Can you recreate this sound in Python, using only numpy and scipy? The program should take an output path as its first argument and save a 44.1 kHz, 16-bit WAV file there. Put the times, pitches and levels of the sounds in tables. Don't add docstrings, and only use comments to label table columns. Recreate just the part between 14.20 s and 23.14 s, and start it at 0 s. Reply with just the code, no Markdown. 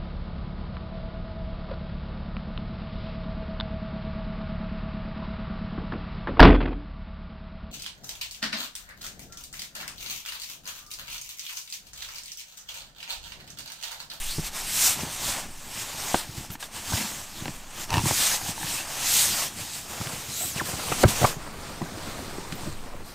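import sys
import numpy as np
from scipy import signal
from scipy.fft import rfft, irfft
from scipy.io import wavfile
from scipy.ndimage import uniform_filter1d

SR = 44100
rng = np.random.default_rng(int(sys.argv[2]) if len(sys.argv) > 2 else 0)


def file_out(sig):
    cols = np.atleast_2d(sig).T
    lim = np.clip(cols, -1, 1)
    pcm = np.round(lim * 32767).astype(np.int16)
    wavfile.write(sys.argv[1], SR, pcm)


def nominal_scale(level):
    x = np.asarray(level, float) / 20
    return 10 ** x


N = 394254
TIME = np.arange(N) / SR
CUT_S, LIFT_S = 7.165, 5.8

# t/s, level/dB
AIR_LEVEL = [(0.0, -25.5), (0.26, -33.5), (0.71, -48), (2.22, -46), (2.85, -56), (3.41, -43), (3.7, -45),
             (6.69, -55.5), (6.86, -33), (7.07, -40), (7.22, -41), (7.62, -39), (7.87, -47), (8.06, -37),
             (8.33, -46), (8.59, -37.5), (8.94, -40)]
# f/Hz, level/dB per Hz
DRAUGHT_TONE = [(5, -39), (12, 25), (25, 1), (45, 9), (90, -60)]
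# f/Hz, level/dB per Hz
DRAG_TONE = [(200, -65), (450, 2.5), (650, 3), (1100, 2), (1700, -4), (2600, -6.5), (5000, -29)]
# f/Hz, level/dB per Hz
HEAVE_TONE = [(30, -31), (60, -2), (110, -1.5), (220, -4), (400, -8), (700, -35)]
# f/Hz, width/Hz, level/dB
RIB_CELLS = [(846, 117, 9), (1680, 130, 5.5), (2620, 170, 1), (3500, 550, -8)]
# f/Hz, level/dB per Hz
NEAR_TONE = [(530, -39), (900, -8.5), (1680, -3.5), (2890, -1), (3260, -1.5), (4460, -2.5), (8300, -2),
             (10300, -9.5), (12900, -10), (15200, -12.5), (16000, -46)]
# f/Hz, level/dB per Hz
FAR_TONE = [(260, -4), (450, -9), (1140, -7.5), (2790, -13.5), (4050, -11), (6530, -14.5), (9000, -13.5),
            (10600, -25), (14300, -21), (16000, -43)]

# peak t/s, swish level/dB, rise/s, fall/s, weight on the mat level/dB.
# Rise and fall each span 20 dB. First the bag is pushed into the sack lying on the ribs:
STUFFING_STROKES = [(0.112, -34.5, 0.68, 0.2, -51), (0.273, -32, 0.093, 0.035, -45),
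                    (0.371, -32, 0.066, 0.13, -42), (0.672, -18.5, 0.24, 0.11, -40.5),
                    (0.813, -35, 0.086, 0.13, -39.5), (0.95, -35.5, 0.17, 0.15, -49),
                    (1.085, -28, 0.15, 0.12, -40.5), (1.18, -35.5, 0.16, 0.12, -40.5),
                    (1.45, -46, 0.66, 0.1, -68), (1.613, -34.5, 0.2, 0.089, -48),
                    (1.986, -31.5, 0.57, 0.079, -41), (2.178, -39.5, 0.025, 0.03, -53),
                    (2.247, -42, 0.74, 0.07, -52), (2.306, -40.5, 0.012, 0.03, -57),
                    (2.335, -44, 0.053, 0.048, -49), (2.407, -40, 0.014, 0.04, -56),
                    (2.436, -39.5, 0.05, 0.072, -49), (2.561, -38, 0.064, 0.13, -45.5),
                    (2.759, -29, 0.18, 0.27, -40), (2.96, -39.5, 0.24, 0.31, -53.5),
                    (3.184, -41, 0.13, 0.5, -48), (3.635, -35, 0.16, 0.036, -44),
                    (3.749, -35, 0.059, 0.071, -32), (3.883, -25.5, 0.053, 0.047, -36.5),
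                    (4.041, -22, 0.31, 0.16, -41), (4.146, -26, 0.17, 0.053, -37.5),
                    (4.301, -31, 0.21, 0.044, -43), (4.544, -29.5, 0.3, 0.15, -43.5),
                    (4.72, -36.5, 0.15, 0.35, -43), (4.991, -19, 0.24, 0.19, -44.5),
                    (5.229, -27, 0.53, 0.095, -38.5)]
UPENDING_STROKES = [(5.414, -35.5, 0.14, 0.15, -46), (5.47, -43, 0.06, 0.06, -64),
                    (5.552, -35.5, 0.12, 0.19, -58), (5.704, -39.5, 0.034, 0.48, -46),
                    (5.932, -37.5, 0.44, 0.19, -45.5), (6.263, -34.5, 0.53, 0.17, -54),
                    (6.374, -34, 0.04, 0.115, -42), (6.478, -32.0, 0.067, 0.14, -50),
                    (6.729, -32, 0.43, 0.17, -39.5), (6.835, -25.5, 0.077, 0.0096, -39),
                    (6.891, -25.5, 0.027, 0.077, -38), (6.97, -31, 0.042, 0.16, -42),
                    (7.07, -29.5, 0.28, 0.1, -37.5)]
LEAVING_STROKES = [
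    (7.218, -46.5, 0.11, 0.34, -47.5),
    (7.445, -45, 0.22, 1, -47.5),
    (7.876, -42.5, 0.3, 0.83, -49),
    (8.15, -51, 0.48, 1.5, -52),
    (8.324, -46, 0.012, 0.034, -48),
    (8.464, -44, 0.34, 0.13, -50.5),
    (8.645, -52, 0.551, 0.2, -56),
    (8.75, -66, 0.11, 0.1, -48.5),
    (8.88, -49, 0.096, 0.225, -69),
]

# peak t/s, level/dB, f/Hz
DEAD_THUDS = [(0.771, -37, 139), (1.947, -22, 302), (2.095, -31.5, 108), (2.18, -29, 103),
              (2.306, -31.5, 110), (2.741, -17.5, 119), (3.744, -19, 107), (3.759, -23, 126),
              (3.866, -21.5, 122), (3.913, -21.5, 163), (5.816, -24.5, 155), (5.87, -28.5, 150),
              (5.937, -37, 145), (6.42, -33, 154), (6.488, -32, 139), (6.537, -27.5, 133),
              (6.682, -31, 71.9), (6.727, -26, 172), (6.839, -10, 262), (6.855, -3, 98.3),
              (7.018, -14.5, 164), (7.994, -39, 226), (8.083, -30.5, 194), (8.188, -33, 219),
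              (8.491, -30.5, 90.5), (8.53, -35, 81), (8.749, -37, 90)]
# peak t/s, level/dB, f/Hz
RINGING_SLUMPS = [(0.188, -22.5, 151), (0.836, -25, 270), (1.096, -37, 187), (3.223, -31, 200),
                  (3.261, -30, 220), (3.295, -30.5, 130), (3.777, -16.5, 123), (3.84, -22, 149),
                  (4.296, -26, 122.5), (4.441, -31.5, 130), (6.091, -36.5, 130), (6.255, -37, 121),
                  (5.405, -31.5, 125), (6.372, -37, 172), (6.885, -21.5, 128), (7.042, -17, 149),
                  (7.17, -31.5, 180), (7.619, -24, 213), (8.328, -32.5, 212), (8.473, -26, 246)]
# t/s, level/dB, f/Hz
HARD_KNOCKS = [(0.187, -29, 400), (0.794, -31, 950), (1.949, -22, 504), (1.957, -27, 350),
               (2.781, -29, 855), (3.258, -28.5, 760), (3.283, -33, 795), (3.91, -18.5, 760),
               (6.364, -39, 600), (6.54, -34, 695), (6.724, -19.5, 1140), (6.834, -18, 645),
               (7.021, -21, 610), (7.0315, -18, 865), (7.038, -22, 800), (7.276, -34.5, 850),
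               (7.993, -38, 850), (8.183, -36.5, 829)]
# t/s, level/dB, f/Hz
PADDED_KNOCKS = [(2.432, -40.5, 1020), (2.736, -29, 990), (5.223, -31, 955), (5.813, -32, 1130),
                 (6.492, -34, 810), (6.841, -16.5, 760), (6.844, -17, 1030), (7.017, -26, 745),
                 (7.045, -20, 710), (7.049, -14.5, 996), (7.619, -31, 940), (8.47, -36, 610)]
# t/s, knock level/dB, cloth scratch level/dB
RIB_YANK = [(3.695, -40, -42), (3.706, -37, -24.5), (3.721, -33, -43.5), (3.73, -27, -27),
            (3.742, -28, -20), (3.749, -40, -29), (3.758, -31, -32), (3.771, -28, -24), (3.782, -26, -26),
            (3.794, -31, -35), (3.807, -38, -45), (3.857, -30, -39)]
# t/s, level/dB, f/Hz
CLOTH_SNAPS = [(1.597, -40, 4554), (1.9465, -21, 2400), (2.178, -44, 3500), (3.257, -30, 3250),
               (3.281, -29, 3040), (7.993, -43, 1500), (8.183, -48, 1500), (5.872, -27, 2500),
               (6.72, -29, 1960), (6.837, -17.5, 3080), (7.62, -33, 1900), (8.3255, -31.5, 4200)]
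# t/s, level/dB, f/Hz
CLOTH_SCUFFS = [
    (2.305, -46, 2670),
    (2.354, -41, 1470),
    (2.428, -38, 2900),
]
PULL_TIMES = [8.352, 8.376]
PULL_LEVELS = [-45, -49]
# f/Hz, level/dB, time to fall 60 dB/s
PULL_TONES = [(12210, -5, .06), (13300, 0, .035), (14640, 1, .13)]

# start t/s, level/dB, f/Hz, turns until it has died to a third
SUDDEN_POPS = [(0.183, -21.5, 300, 1.1), (0.1923, -24.5, 338, 1), (1.9438, -14, 230, 0.93),
               (1.944, -2.5, 794, 1.1), (1.9455, -14, 1500, 1.2), (1.948, -18, 415, 1),
               (1.9522, -22, 487, 1.1), (2.209, -28, 171, 0.75), (2.404, -37, 1750, 4),
               (2.427, -34, 900, 3.6), (2.72, -26, 200, 1.7), (2.732, -28, 1530, 8.6), (3.717, -26, 110, 2.2),
               (3.7402, -11, 2600, .9), (3.7445, -26, 1810, 13), (3.752, -22, 704, 1.7),
               (3.769, -26, 94.5, 1.8), (3.794, -32, 382, 2.6), (3.802, -28, 100, 3.4), (3.816, -32, 870, 4),
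               (3.875, -20, 2400, 1.5), (3.878, -34, 1000, 4), (4.4, -43, 310, 8), (5.803, -24, 149, 1.4),
               (6.108, -34, 950, 2), (6.235, -32, 730, 5.5), (6.3607, -20.5, 165, 0.67),
               (6.4875, -20, 600, .6), (6.496, -25, 700, .8), (6.535, -23, 450, .6), (6.8375, -2, 560, 0.75),
               (6.8399, -3.5, 754, 1), (6.8393, -10, 1510, 3.4), (6.844, -11, 189, 1.4),
               (6.8506, -5, 330, 0.69), (7.0432, -8, 600, 0.88), (7.61, -26, 800, 2.4), (7.626, -24, 168, 2),
               (7.644, -33, 420, 2.8), (7.992, -23, 560, 0.57), (8.1837, -19.5, 360, 0.71),
               (8.3242, -18, 2200, .6), (8.467, -29, 323, 4), (8.527, -25, 7000, 1.5),
               (0.773, -28.5, 180, 0.91), (0.869, -34, 150, 1.8), (1.087, -30, 870, 5),
                (1.955, -26, 1500, 3), (2.316, -40, 12500, 60), (2.402, -41, 8400, 90),
                (2.441, -30, 3600, 13), (2.7, -24.5, 1200, 2), (2.724, -25, 900, 4), (3.209, -33, 250, 1.2),
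                (3.23, -31, 200, 1), (3.281, -26, 280, 1.3), (3.749, -27, 2800, 6), (2.354, -34, 250, 1.5),
                (3.7699, -20.5, 300, 1), (3.81, -29, 250, 2), (3.858, -21, 330, 1.7),
                (6.587, -33, 300, 1.5), (6.658, -30, 200, 1.3), (6.701, -27, 150, 1.6),
                (3.716, -30, 900, 3), (3.7575, -18.5, 160, 1), (3.758, -31, 1100, 2),
                (6.4154, -22, 300, 0.65), (6.422, -30, 150, 1), (6.691, -31, 450, 2.1),
                (6.7187, -11, 480, 0.66), (6.8318, -16, 330, 1.3), (7.013, -27, 400, 1.3),
                (7.0445, -6.5, 740, 1), (7.0487, -19, 1100, 3), (7.053, -10.5, 1010, 3),
                (7.0575, -18, 900, 1.7), (7.657, -31, 700, 2), (7.662, -35, 1500, 3), (7.72, -31, 200, 1.6),
                (7.773, -28, 310, 2), (8.13, -29, 400, 1), (8.25, -30, 900, 2), (7.793, -28, 500, 0.92),
                (7.978, -36, 700, 4), (8.3238, -25, 7500, 1.8), (8.3242, -34, 200, 0.85),
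                (8.434, -31, 900, 3), (8.66, -35, 242, 2), (8.745, -31, 552, 2)]
# start t/s, end t/s, level/dB, first f/Hz, last f/Hz
SEAM_SCRAPES = [
    (6.374, 6.387, -32, 2850, 2450),
    (6.396, 6.419, -24, 1937, 795),
    (6.832, 6.842, -28, 6200, 2600),
]
# start t/s, end t/s, slips per s, level/dB, pitch factor
RIB_JUDDERS = [
    (4.153, 4.348, 72, -46, 0.98),
    (4.363, 4.631, 54, -43.5, 0.99),
    (6.149, 6.279, 98, -47.5, 0.82),
]
# (frequency ratio, level/dB)
FUZZY_BANDS = [
    (1100, [(0, 1870, -44), (.06, 3000, -44), (.11, 4100, -37), (.16, 4800, -44), (.22, 5400, -43)]),
    (1150, [(6.07, 4600, -55), (6.125, 6030, -42), (6.16, 7240, -39), (6.23, 8100, -32), (6.295, 8000, -36), (6.33, 6340, -43), (6.39, 3500, -47)], [(1.58, -2)]),
    (450, [(6.09, 4000, -48), (6.12, 4100, -43), (6.25, 3913, -45), (6.32, 4170, -53)]),
    (420, [(6.37, 3000, -48), (6.388, 2310, -49), (6.399, 1920, -30), (6.412, 990, -35), (6.422, 300, -32)]),
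    (460, [(4.5, 2300, -57), (4.585, 2620, -35.5), (4.62, 2700, -42)]),
    (2500, [(2.31, 12600, -50), (2.318, 12600, -43), (2.34, 13300, -41), (2.352, 12500, -49)]),
    (6000, [(8.85, 12000, -62), (8.865, 12000, -55), (8.9, 12000, -53), (8.93, 12000, -60)]),
    (76, [(2.77, 250, -34), (2.825, 210, -36), (2.87, 170, -42)]),
]
# t/s, low f/Hz, high f/Hz
SIDE_SPLITS = [(0.811, 4600, 7700), (0.882, 8900, 10400), (1.786, 13700, 15300), (1.972, 8200, 9800),
               (1.974, 11600, 13200), (2.902, 10200, 12500), (4.039, 8800, 10400), (4.135, 4200, 5800),
               (4.135, 6800, 9700), (4.135, 13800, 15200), (4.875, 5600, 7000), (4.875, 11100, 13900),
               (5.201, 5600, 8300), (5.409, 8800, 10500), (5.502, 13000, 14600), (5.735, 10300, 11800),
               (5.737, 12300, 14600), (6.594, 4100, 5200), (7.59, 5000, 6400), (7.591, 11600, 13100),
               (7.822, 4200, 5300)]


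def evened(x):
    return x / np.sqrt(np.mean(x ** 2) + 1e-20)


def read(points, hz):
    f, value = np.transpose(points)
    return np.interp(np.log(hz + 1), np.log(f + 1), value)


def column(table, t, index):
    rows = np.array(table)
    return np.interp(t, rows[:, 0], rows[:, index])


def add(mix, s, sound):
    part = mix[max(round(s * SR), 0):][:len(sound)]
    part += sound[:len(part)]


def coloured(x, points):
    gain = nominal_scale(read(points, np.fft.rfftfreq(len(x), 1 / SR)))
    return evened(irfft(rfft(x) * gain, len(x)))


def hiss(count):
    return rng.standard_normal(SR // 2)[:count]


def wander(hz):
    pole = np.exp(-2 * np.pi * hz / SR)
    return evened(signal.lfilter([1], np.convolve([1, -pole], [1, -pole]), rng.standard_normal(N)))


def uneven_noise(hz):
    return nominal_scale(2.0 * wander(hz)) * rng.standard_normal(N)


def resonate(x, hz, width):
    turn = np.exp(2j * np.pi * np.cumsum(hz * np.ones(len(x))) / SR)
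    r = np.exp(-np.pi * width / SR)
    return 2 * (turn * signal.lfilter([1 - r], [1, -r], x / turn + 1e-18)).real


def slips(per_s, spread_db):
    chance, size, sign = rng.random((3, N))
    loudness = nominal_scale(-spread_db * np.log(size + 0.0064))
    return (chance < per_s / SR) * loudness * np.sign(sign - .5)


def humps(t, peak_s, peak_db, rise, fall, rest_db, depth=1):
    coarse = np.arange(0, N / SR + .002, .002)[:, None]
    apart = abs(coarse - peak_s) / np.where(coarse < peak_s, rise, fall)
    swell_db = peak_db - 20 * depth * apart ** 1.47
    power = nominal_scale(2 * swell_db).sum(1) + nominal_scale(2 * rest_db)
    return np.interp(t, coarse[:, 0], 10 * np.log10(power))


def strokes(t):
    rows = STUFFING_STROKES + UPENDING_STROKES + LEAVING_STROKES
    s, swish_db, rise, fall, weight_db = np.transpose(rows)
    swish_level = humps(t, s, swish_db, rise, fall, rest_db=-70)
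    weight_level = humps(t, s, weight_db, rise, fall, rest_db=-60.5, depth=0.67)
    return swish_level, weight_level


def draught():
    return nominal_scale(column(AIR_LEVEL, TIME, index=1)) * coloured(rng.standard_normal(N), DRAUGHT_TONE)


def tent(x):
    t = TIME[:SR // 10]
    echoes = rng.standard_normal(len(t)) * (rng.random(len(t)) < .06)
    fade = nominal_scale(-60 * t / 0.031) * (t > .003)
    tail = signal.lfilter([1], [1, -.6], echoes) * fade
    return signal.oaconvolve(x, tail / np.linalg.norm(tail))[:N]


def floor_dip(x):
    return x - 0.45 * (TIME < LIFT_S) * resonate(x, hz=479, width=200)


def heaving(weight_db):
    s, db, _ = np.transpose(DEAD_THUDS + RINGING_SLUMPS)
    wake_s = 0.084
    wake_db = humps(TIME, s, -45 + 0.53 * (db + 24.5), wake_s, 1.8 * wake_s, rest_db=-66)
    lean_db = -46 + 0.65 * (weight_db + 46.5) + np.where(TIME < CUT_S, -1.5, 1.5)
    return np.hypot(nominal_scale(wake_db), nominal_scale(lean_db))


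def mat():
    bumps = slips(per_s=220, spread_db=0.5)
    cells = evened(sum(nominal_scale(db) * resonate(bumps, hz, width) / width for hz, width, db in RIB_CELLS))
    crumple = coloured(slips(per_s=300, spread_db=1.5), DRAG_TONE)
    rubbing = coloured(uneven_noise(hz=40.0), DRAG_TONE)
    drag = np.where(TIME < LIFT_S, .5 * cells, 0.58 * crumple) + 1.17 * rubbing
    heave = coloured(uneven_noise(hz=10.0), HEAVE_TONE)
    weight_db = strokes(TIME)[1]
    return nominal_scale(weight_db) * drag + heaving(weight_db) * heave


def blow(s, db, hz, ms, rise, grit, partials, loose=0.071):
    length = ms / 1000
    t = np.arange(round(6 * length * SR)) / SR
    peak = rise * length
    shape = (t / peak * np.exp(1 - t / peak)) ** 1.43
    detune, turn = rng.standard_normal((2, len(partials), 1))
    ratio, part_db = np.transpose(partials)[:, :, None]
    part_hz = hz * ratio * (1 + loose * detune)
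    ring = (nominal_scale(part_db) * np.cos(2 * np.pi * (part_hz * (t - peak) + 0.31 * turn))).sum(0)
    gritty = evened(resonate(hiss(len(t)), 1.08 * hz, 0.34 * hz))
    return s - peak, nominal_scale(db) * shape * (ring + grit * gritty)


def thumps(out):
    for rows, turns in (DEAD_THUDS, 2.1), (RINGING_SLUMPS, 3.6):
        for s, db, hz in rows:
            add(out, *blow(s, db, hz, turns / hz * 1e3, rise=0.29, grit=0.22,
                           partials=[(.62, -4), (.9, -1.5), (1.45, -7), (2.4, -15.5)]))


def knocks(out):
    for rows, ms in (HARD_KNOCKS, 5.4), (PADDED_KNOCKS, 7.5):
        for row in rows:
            add(out, *blow(*row, ms, rise=0.296, grit=0.17,
                           partials=[(.45, -11.5), (.7, -0.5), (1.1, 0.5), (1.6, -11.5), (2.2, -8)]))


def yank(out):
    for s, db, scratch_db in RIB_YANK:
        add(out, *blow(s, db, hz=900, ms=4.4, rise=0.43, grit=0.38,
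                       partials=[(1.03, 7.5), (1.98, -5), (2.97, -4)], loose=0.032))
        add(out, *blow(s - .001, scratch_db, hz=4200, ms=2.2, rise=0.4, grit=0.81,
                       partials=[(.64, 0.5), (.9, -9), (1.3, -4)]))


def snaps_and_scuffs(out):
    for row in CLOTH_SNAPS:
        add(out, *blow(*row, ms=2.05, rise=0.25, grit=0.52,
                       partials=[(.65, 1.5), (.9, 0), (1.3, -7), (2.2, -16)]))
    for row in CLOTH_SCUFFS:
        add(out, *blow(*row, ms=7, rise=0.4, grit=1.5,
                       partials=[(.6, 3), (1.1, -3), (1.7, -5), (2.6, -9)]))


def zip_pull(out):
    t = TIME[:SR // 8]
    for s, strike_db in zip(PULL_TIMES, PULL_LEVELS):
        add(out, s, sum(nominal_scale(strike_db + db - 60 * t / t60) * np.sin(2 * np.pi * hz * t)
                        for hz, db, t60 in PULL_TONES))


def hits():
    out = np.zeros(N)
    for source in thumps, knocks, yank, snaps_and_scuffs, zip_pull:
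        source(out)
    return signal.sosfiltfilt(signal.butter(3, 52, "high", fs=SR, output="sos"), out)


def judder(start, end, per_s, db, pitch):
    t = TIME[:round((end - start + .05) * SR)]
    uneven = evened(uniform_filter1d(hiss(len(t)), size=400))
    turns = np.cumsum(per_s * np.exp(.25 * uneven)) / SR
    scuff = np.exp(-(turns % 1) / 0.33) * hiss(len(t)) * nominal_scale(6.6 * uneven)
    swell = np.interp(t, [0, .03, end - start - .03, end - start], [0, 1, 1, 0])
    cells = sum(nominal_scale(cell_db) * resonate(scuff * swell, hz * pitch, width) / np.sqrt(width)
                for hz, width, cell_db in RIB_CELLS)
    return start, nominal_scale(db) * evened(resonate(cells, 800, 3000))


def seam_scrape(start, end, db, first_hz, last_hz):
    count = round((end - start) * SR)
    angle = 2 * np.pi * np.cumsum(np.linspace(first_hz, last_hz, count)) / SR
    return start, nominal_scale(db) * np.hanning(count) ** 0.33 * (np.sin(angle) + nominal_scale(-18) * np.sin(2 * angle))


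def pop(s, db, hz, turns):
    cycles = hz * TIME[:round(8 * turns / hz * SR)]
    onset = 1 - np.exp(-cycles / 0.063)
    return s, -nominal_scale(db) * np.sin(2 * np.pi * cycles) * np.exp(-cycles / turns) * onset


def whistle(width, rows, overtones=()):
    t = np.arange(rows[0][0], rows[-1][0], 1 / SR)
    hz, db = column(rows, t, index=1), column(rows, t, index=2)
    flutter = evened(uniform_filter1d(hiss(len(t)), size=300))
    noise = hiss(len(t)) * nominal_scale(0.89 * flutter)
    bands = np.zeros(len(t))
    for ratio, over_db, blur in [(0.99, 0, 1)] + [(*band, 4) for band in overtones]:
        once = resonate(noise, ratio * hz, blur * width)
        bands += nominal_scale(over_db) * evened(resonate(once, ratio * hz, blur * width))
    return t[0], nominal_scale(db) * bands * signal.windows.tukey(len(t), .1)


def swish():
    threads = nominal_scale(0.58 * wander(hz=85)) * rng.standard_normal(N)
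    drive = threads + 0.45 * evened(slips(per_s=2500, spread_db=2.0))
    hz, t, z = signal.stft(drive, SR, nperseg=512, noverlap=384)
    patches = uniform_filter1d(rng.standard_normal(z.shape), size=12, axis=0)
    patches = evened(uniform_filter1d(patches, size=20, axis=1))
    tone_db = np.where(t < CUT_S, read(NEAR_TONE, hz)[:, None], read(FAR_TONE, hz)[:, None])
    swish_db, weight_db = strokes(t)
    tilt = np.clip(0.21 + 0.14 * (swish_db - weight_db), -4, 6) * (t < CUT_S)
    octaves = np.log2(np.clip(hz, 1000, 12000) / 6000)[:, None]
    shape = nominal_scale(tone_db + tilt * octaves)
    shape /= np.sqrt(np.mean(shape ** 2 * (hz > 2500)[:, None], axis=0))
    cloth = signal.istft(z * shape * nominal_scale(1.38 * patches), SR, nperseg=512, noverlap=384)[1][:N]
    return nominal_scale(strokes(TIME)[0] - 1.0) * cloth


def scene():
    events, pops = hits(), np.zeros(N)
    for source, rows in (whistle, FUZZY_BANDS), (seam_scrape, SEAM_SCRAPES), (judder, RIB_JUDDERS):
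        for row in rows:
            add(events, *source(*row))
    for row in SUDDEN_POPS:
        add(pops, *pop(*row))
    echo = nominal_scale(-18.0) * tent(events + pops)
    mono = pops + floor_dip(events + echo + swish() + mat() + draught())
    return np.tile(mono, (2, 1))


def parted(x):
    side, hz, window = np.zeros(N), np.fft.rfftfreq(2048, 1 / SR), np.hanning(2048) ** .5
    for s, low, high in SIDE_SPLITS:
        piece = x[0, round(s * SR) - 1024:][:2048] * window
        band = rfft(piece) * (hz > low) * (hz < high)
        scrambled = irfft(abs(band) * np.exp(2j * np.pi * rng.random(len(hz))))
        add(side, s - 1024 / SR, window * scrambled)
    return x + 0.9 * side * np.array([[1], [-1]])


def band_limit(x):
    return signal.sosfilt(signal.butter(12, 16760, fs=SR, output="sos"), x)


def record(dry):
    ceiling = .64
    held = dry / (1 + abs(dry / ceiling) ** 8) ** (1 / 8)
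    low_pass = signal.firwin(801, 15740, window=("kaiser", 9), fs=SR)
    held = signal.oaconvolve(held, low_pass[None], "same")
    return band_limit(parted(held))


dry = scene()
out = record(dry)
file_out(out)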